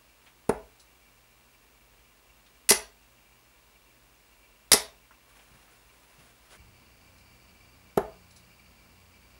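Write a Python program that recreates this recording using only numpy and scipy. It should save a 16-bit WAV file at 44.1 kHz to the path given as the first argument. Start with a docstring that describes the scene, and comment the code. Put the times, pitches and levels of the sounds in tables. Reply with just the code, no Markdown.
"""Four steel-tip darts hit a bristle board, close by, in a small room with hum, hiss and a thin whine.
After a faint rustle and tick, the first lands freely at 0.5 s: the point drives the board, a dull thud.
At 2.7 s and 4.7 s the next two clatter along the darts already stuck there before they bite.
Ticks, rustling clothes and two soft steps follow at the thrower's end; at 6.6 s the hum rises with a
brief rumble. The last dart lands freely at 8.0 s, and spare darts clink in the hand."""
import sys
import numpy as np
from scipy import signal
from scipy.fft import rfft, irfft, next_fast_len
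from scipy.io import wavfile
from scipy.ndimage import uniform_filter1d, minimum_filter1d

SR = 44100
rng = np.random.default_rng(int(sys.argv[2]) if len(sys.argv) > 2 else 0)


def wrap_up_sound(samples):
    """Save the sound to the file named by the first command line argument, as 16-bit audio."""
    columns = np.atleast_2d(samples).T
    # keep every value between -1 and 1, then stretch to whole-number steps
    tamed = np.clip(columns, -1, 1)
    steps = np.round(tamed * 32767).astype(np.int16)
    wavfile.write(sys.argv[1], SR, steps)


N = 414099
TIME_S = np.arange(N) / SR
EVENT_N = SR // 2
EVENT_S = np.arange(EVENT_N) / SR


def undb(db):
    """Decibels to gain."""
    return 10 ** (np.asarray(db) / 20)


def add(track, start_s, sound):
    """Mix a sound into the track."""
    i = int(start_s * SR)
    track[i:i + len(sound)] += sound[:N - i]


def on_log(hz, points):
    """Interpolate (frequency [Hz], value) points over log frequency."""
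    point_hz, value = np.transpose(points)
    return np.interp(np.log(hz + 1e-9), np.log(point_hz), value)


def noise(gain_at, size):
    """Unit-rms noise with spectrum gain_at(hz)."""
    n = next_fast_len(size)
    hz = np.fft.rfftfreq(n, 1 / SR)
    phases = np.exp(2j * np.pi * rng.random(len(hz)))
    y = irfft(gain_at(hz) * phases, n)[:size]
    return y / np.std(y)


def coloured(points, size):
    """Unit-rms noise shaped by (frequency [Hz], level [dB]) points."""
    return noise(lambda hz: undb(on_log(hz, points)), size)


def band(centre_hz, width_hz, size):
    """Unit-rms noise in one resonance."""
    return noise(lambda hz: 1 / (1 + ((hz - centre_hz) / width_hz * 2) ** 2), size)


def modes(table):
    """Velocity impulse response of damped modes."""
    return sum(undb(db) * np.cos(2 * np.pi * hz * EVENT_S) * undb(-60 * EVENT_S / t60_s)
               for hz, db, t60_s in table)


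def fade(tau_ms):
    """Exponential decay."""
    return np.exp(-EVENT_S * 1000 / tau_ms)


def through(x, response):
    """Convolve with an impulse response."""
    return signal.oaconvolve(x, response)[:N]


def push(length_ms):
    """Force pulse of area 1: the longer, the duller."""
    force = EVENT_S * fade(length_ms / 4)
    return force / force.sum()


def tap(resonances, rise_ms, decay_ms):
    """Short swell of noise in (centre [Hz], width [Hz], level [dB]) resonances."""
    ring = sum(undb(db) * band(hz, width_hz, EVENT_N) for hz, width_hz, db in resonances)
    return ring * fade(decay_ms) * (1 - fade(rise_ms))


# Board on its mount: (frequency [Hz], level [dB], t60 [s])
BOARD_MODES = [(93.5, -31.5, 0.018), (218, -23, 0.042), (270, -26.5, .035), (413, -8.5, 0.041),
               (620, -19.5, .03), (880, -24.5, .025), (1290, -28, 0.014), (1620, -28.5, .012)]
# Wall and the air before it: (frequency [Hz], level [dB], t60 [s])
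WALL_MODES = [(47.5, -41, 0.58), (60.88, -42, 0.45), (207, -42, 0.21), (243, -44.5, 0.22),
              (362, -48.5, 0.39), (386, -44, 0.22), (440, -48.5, .17), (468, -48, 0.13), (595, -47, 0.2),
              (645, -45, .18), (688, -46.5, .2), (870, -43.5, 0.22)]
# Throws: (time [s], thud [dB], knock [dB], knock edge [Hz], point ring [Hz], push length [ms],
# rebound delay [ms], board mode favoured by the spot [Hz])
THROWS = [(0.4918, 1, -23.5, 1435, 9580, 0.79, 5.35, 742), (2.7080, -3, -25, 1001, 10200, 0.62, 6.36, 865),
          (4.7372, -6, -25, 1248, 9300, 0.43, 5.8, 789), (7.9730, 1.5, -21, 1200, 11400, 0.8, 4.24, 652)]


def landings(sink_s=0.0033, bite_ms=0.83, entry_db=-5.5, rebound_db=-11, spot_db=-21, spot_t60_s=0.064):
    """The point sinks in, stops and drives the board against its mount, which springs back."""
    board, wall = np.zeros(N), np.zeros(N)
    board_ring, wall_ring = modes(BOARD_MODES), modes(WALL_MODES)
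    for start_s, thud_db, knock_db, edge_hz, point_hz, push_ms, rebound_ms, spot_hz in THROWS:
        force = np.zeros(2 * EVENT_N)
        add(force, 0, undb(thud_db + entry_db) * push(length_ms=3))
        add(force, sink_s, -undb(thud_db) * push(push_ms))
        add(force, sink_s + rebound_ms / 1000, undb(thud_db + rebound_db) * push(push_ms))
        spot_ring = modes([(spot_hz, spot_db, spot_t60_s)])
        add(board, start_s, through(force, board_ring + spot_ring))
        add(wall, start_s, through(force, wall_ring))
        add(board, start_s, scratch(point_hz, sink_s, bite_ms))
        add(board, start_s + sink_s, undb(knock_db) * knock(edge_hz, bite_ms))
    return board, wall


# Sisal fibres: (frequency [Hz], relative level [dB])
SISAL_SPECTRUM = [(300, 0), (2500, 0.5), (5000, -1.5), (7000, -0.5), (8200, -5.5), (10000, 0.5),
                  (12500, -3), (14000, -13), (16000, -16.5)]


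def scratch(point_hz, sink_s, rise_ms, decay_ms=3, gain_db=-34, point_db=-2, width_hz=1300):
    """Friction builds as the point goes deeper and makes the steel sing."""
    friction = (1 - fade(rise_ms)) * (1 + EVENT_S / sink_s) ** 1.3 * fade(decay_ms)
    fibres = coloured(SISAL_SPECTRUM, EVENT_N)
    steel = undb(point_db) * band(point_hz, width_hz, EVENT_N)
    return undb(gain_db) * (fibres + steel) * friction


# Dense board modes: (frequency [Hz], relative level [dB])
KNOCK_SPECTRUM = [(40, -41.5), (120, -13), (300, -6.5), (480, -4.5), (750, 2), (1300, 0.5), (2000, -1.5),
                  (3000, -3.5), (6000, -7.5)]


def knock(edge_hz, rise_ms, decay_ms=7, smooth_bins=40):
    """The board's overlapping higher modes blur into a short noise."""
    decay = fade(decay_ms)
    spectrum = rfft(rng.standard_normal(EVENT_N) * decay * (1 - fade(rise_ms)))
    flat = spectrum / np.sqrt(uniform_filter1d(abs(spectrum) ** 2, smooth_bins))
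    hz = np.fft.rfftfreq(EVENT_N, 1 / SR)
    colour = undb(on_log(hz, KNOCK_SPECTRUM)) / np.hypot(1, (hz / edge_hz) ** 3)
    taper = (1 - EVENT_S / EVENT_S[-1]) ** 2
    burst = irfft(flat * colour) * taper
    return burst * np.linalg.norm(decay) / np.linalg.norm(burst)


# Glancing touch, hard stop, last slap: (time [s], level [dB], loss per rebound [dB], body shelf [dB])
DART_CLASHES = [(2.6905, -10, 1.5, -11), (2.7037, -0.5, 6.5, -7), (2.7194, -14, 4.5, 5),
                (4.7174, -4, 5.5, 4), (4.7311, 0, 7, -7), (4.7390, -16.5, 1.5, -0.5)]


def clashes(contacts=4, first_gap_s=0.0035, gap_ratio=0.9, body_hz=3500):
    """Dart hits dart and rebounds, sooner and weaker each time; a low shelf sets each clash's body."""
    out = np.zeros(N)
    low_pass = signal.butter(1, body_hz, fs=SR)
    for start_s, db, loss_db, body_db in DART_CLASHES:
        for k in range(contacts):
            hit = contact()
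            shelved = hit + (undb(body_db) - 1) * signal.lfilter(*low_pass, hit)
            add(out, start_s, undb(db - k * loss_db) * shelved)
            start_s += first_gap_s * gap_ratio ** k
    return out


# Barrel, shaft and flight: (frequency [Hz], level [dB], t60 [s])
DART_MODES = [(1900, -5, 0.036), (2019, -5, 0.09), (2600, -11, 0.037), (3100, -12, 0.035),
              (3850, -17, 0.028), (4550, -2, 0.027), (4976, -2, 0.026), (5200, -2, 0.027),
              (5140, -0.5, 0.05), (5730, -1.5, 0.031), (6080, -4, .03), (7000, -6, 0.025),
              (7480, -2.5, 0.019), (8270, -6.5, 0.026), (8880, -4, .025), (8940, -1, .035),
              (9300, -1.5, 0.054), (10080, 0, 0.039), (10320, 0, 0.065), (11150, 0, 0.029),
              (12000, -5.5, 0.023)]
# Crack of the flights: (frequency [Hz], relative level [dB])
CRACK_SPECTRUM = [(60, -13), (400, -6.5), (1200, -4.5), (2000, -2), (3000, -6), (4200, -4.5), (5200, 2),
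                  (7800, -4), (10300, 3.5), (11800, -4.5), (13500, -14), (16000, -25)]


def contact(crack_ms=2.4, scrape_ms=0.8, ring_db=-6.5):
    """The flights crack and a short scrape rings the darts."""
    crack = coloured(CRACK_SPECTRUM, EVENT_N) * fade(crack_ms)
    scrape = rng.standard_normal(EVENT_N) * fade(scrape_ms)
    ring = through(scrape, modes(DART_MODES))[:EVENT_N]
    return crack + undb(ring_db) * ring * np.linalg.norm(crack) / np.linalg.norm(ring)


# Wall colour: (frequency [Hz], relative level [dB])
ROOM_SPECTRUM = [(40, -12.5), (150, -5.5), (300, -3), (450, -1.5), (700, 5), (1100, 0.5), (2000, .5),
                 (3500, 0), (5000, -3), (8000, -3.5), (10000, -4), (13000, -8), (16000, -17)]
# Reverberation: (frequency [Hz], t60 [s])
ROOM_DECAY = [(60, .45), (200, 0.26), (700, 0.35), (2000, 0.28), (5000, .27), (10000, 0.18), (15000, 0.21)]


def room(x, wet_db=-14, first_s=0.0049, build_s=0.01, smooth_bins=45):
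    """Reflections thicken after the direct sound; the treble dies first."""
    white = rfft(rng.standard_normal(EVENT_N), 2 * EVENT_N)
    hz = np.fft.rfftfreq(2 * EVENT_N, 1 / SR)
    octave = np.log2(np.clip(hz, 2 ** 6, 2 ** 14))
    onset = np.clip((EVENT_S - first_s) / build_s, 0, 1)
    tail = np.zeros(EVENT_N)
    for k in range(6, 15):
        octave_noise = irfft(white * np.maximum(0, 1 - abs(octave - k)))[:EVENT_N]
        tail += octave_noise * undb(-60 * EVENT_S / on_log(2 ** k, ROOM_DECAY))
    # Diffuse field: even energy across neighbouring frequencies.
    spectrum = rfft(tail * onset, 2 * EVENT_N)
    power = uniform_filter1d(uniform_filter1d(abs(spectrum) ** 2, smooth_bins), smooth_bins)
    flat = spectrum / np.sqrt(power)
    tail = irfft(flat * undb(on_log(hz, ROOM_SPECTRUM)))[:EVENT_N] * onset
    return through(x, undb(wet_db) * tail / np.linalg.norm(tail))


# Dull ticks: (time [s], level [dB], centre and width [Hz])
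HAND_TICKS = [(0.263, -50, 2400), (2.462, -56, 3430), (5.108, -50.5, 1220), (5.39, -53.5, 2500),
              (5.675, -57, 1600), (6.536, -53, 1760)]
# Spare darts touching: (time [s], level [dB])
HAND_CLINKS = [(0.796, -54.5), (7.18, -63), (8.307, -59), (8.360, -53.5)]
# Clink resonances: (centre [Hz], width [Hz], relative level [dB])
CLINK_BANDS = [(4000, 660, -4), (5370, 2500, -3), (7800, 900, -9), (10200, 1100, -5.5)]


def handling():
    """Darts tick and clink in the thrower's hand."""
    out = np.zeros(N)
    for start_s, db, hz in HAND_TICKS:
        add(out, start_s, tap([(hz, hz, db)], rise_ms=2.7, decay_ms=16))
    for start_s, db in HAND_CLINKS:
        add(out, start_s, undb(db) * tap(CLINK_BANDS, rise_ms=1.5, decay_ms=24))
    return out


# Soft steps: (time [s], level [dB])
FOOTFALLS = [(5.505, -56.5), (6.179, -54.5)]


def footfalls(thump_hz=115, width_hz=240):
    """Each step thumps the floor once."""
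    out = np.zeros(N)
    for start_s, db in FOOTFALLS:
        add(out, start_s, tap([(thump_hz, width_hz, db)], rise_ms=4.6, decay_ms=51))
    return out


# Thrower's movements: (start [s], end [s], level [dB])
MOVEMENTS = [(0.183, 0.3, -67.5), (5.245, 6.454, -64), (6.443, 6.556, -55.5)]
# Rubbing cloth: (frequency [Hz], relative level [dB])
CLOTH_SPECTRUM = [(100, -1), (500, 0.5), (1500, 0.5), (3000, -4.5), (7500, -11), (10500, -6.5),
                  (13000, -24), (16000, -33)]


def clothes(flutter_db=2.5, attack_s=0.067, release_s=0.03):
    """Cloth rubs unevenly: each movement swells, holds and stops."""
    effort = np.zeros(N)
    for start_s, end_s, db in MOVEMENTS:
        attack = np.clip((TIME_S - start_s) / attack_s, 0, 1)
        release = np.clip(1 - (TIME_S - end_s) / release_s, 0, 1)
        effort += undb(db) * attack * release
    flutter = undb(flutter_db * band(0, width_hz=30, size=N))
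    return effort * flutter * coloured(CLOTH_SPECTRUM, N)


HUM_RISE_S = 6.57


def rumble(db=-56, centre_hz=70, width_hz=110, decay_s=0.23):
    """A low rumble sets in with the stronger hum and dies away."""
    age_s = TIME_S - HUM_RISE_S
    envelope = (age_s > 0) * np.exp(-abs(age_s) / decay_s)
    return undb(db) * band(centre_hz, width_hz, N) * envelope


# Hiss before and after the hum rises: (frequency [Hz], relative level [dB])
EARLY_HISS_SPECTRUM = [(88, -34.5), (150, -7), (234, -3.5), (267, -3.5), (972, -6), (1300, -7.5),
                       (2700, -8), (2970, -10.5), (15000, -17.5)]
LATE_HISS_SPECTRUM = [(88, -31), (150, -8), (182, -1), (425, -8), (567, -7), (1910, -11.5), (2310, -8.5),
                      (3270, -15.5), (4540, -16), (6680, -17.5), (15000, -22.5)]
# Whirr of small motors: (centre [Hz], width [Hz], early level [dB], late level [dB], flutter [dB])
MOTOR_BANDS = [(52, 35, -73, -69.5, 0.5), (88, 5, -89.5, -69, -2), (119, 6, -82, -76.5, 2.5),
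               (177, 4, -87, -73, -0.5), (240, 24, -84, -77, -0.5), (1050, 230, -76.5, -76, 0),
               (2324, 110, -75.5, -71.5, 3.5), (2760, 270, -74.5, -72, 2.5), (4620, 220, -89.5, -74, 2.5),
               (5141, 200, -94.5, -80, 2.5)]
# Motor and mains hum: (frequency [Hz], early level [dB], late level [dB])
HUM_TONES = [(49.6, -70.5, -80), (60.5, -75, -67), (121.2, -76.5, -72)]


def background(early_hiss_db=-62.26, late_hiss_db=-61, rise_s=0.013, whine_hz=15703.5, whine_db=-72.5):
    """Hiss, motor whirr, mains hum and an electronic whine; the hum is stronger for the last throw."""
    late = np.clip((TIME_S - HUM_RISE_S) / rise_s, 0, 1)
    flutter = band(0, width_hz=72, size=N)
    out = (1 - late) * undb(early_hiss_db) * coloured(EARLY_HISS_SPECTRUM, N)
    out += late * undb(late_hiss_db) * coloured(LATE_HISS_SPECTRUM, N)
    for hz, width_hz, early_db, late_db, flutter_db in MOTOR_BANDS:
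        level_db = early_db + late * (late_db - early_db) + flutter_db * flutter
        out += undb(level_db) * band(hz, width_hz, N)
    for hz, early_db, late_db in HUM_TONES:
        rms = (1 - late) * undb(early_db) + late * undb(late_db)
        out += rms * np.sqrt(2) * np.sin(2 * np.pi * hz * TIME_S)
    whine = undb(whine_db) * np.sqrt(2) * np.sin(2 * np.pi * whine_hz * TIME_S)
    return out + whine


def scene():
    """Board and darts close by, the room behind them; mono."""
    board, wall = landings()
    near = board + clashes()
    far = handling() + footfalls() + rumble() + clothes()
    return (near + wall + room(near) + far + background())[None]


def record(dry, ceiling=0.65, window_samples=21, low_cut_hz=30, high_cut_hz=16150):
    """Fast peak limiter, then low cut and high cut."""
    needed_gain = ceiling / np.maximum(abs(dry), ceiling)
    gain = uniform_filter1d(minimum_filter1d(needed_gain, window_samples), window_samples)
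    high_pass = signal.butter(2, low_cut_hz, "high", fs=SR, output="sos")
    low_pass = signal.firwin(255, high_cut_hz, window=("kaiser", 8), fs=SR)
    limited = signal.sosfilt(high_pass, dry * gain)
    return signal.oaconvolve(limited, low_pass[None], "same")


dry = scene()
out = record(dry)
wrap_up_sound(out)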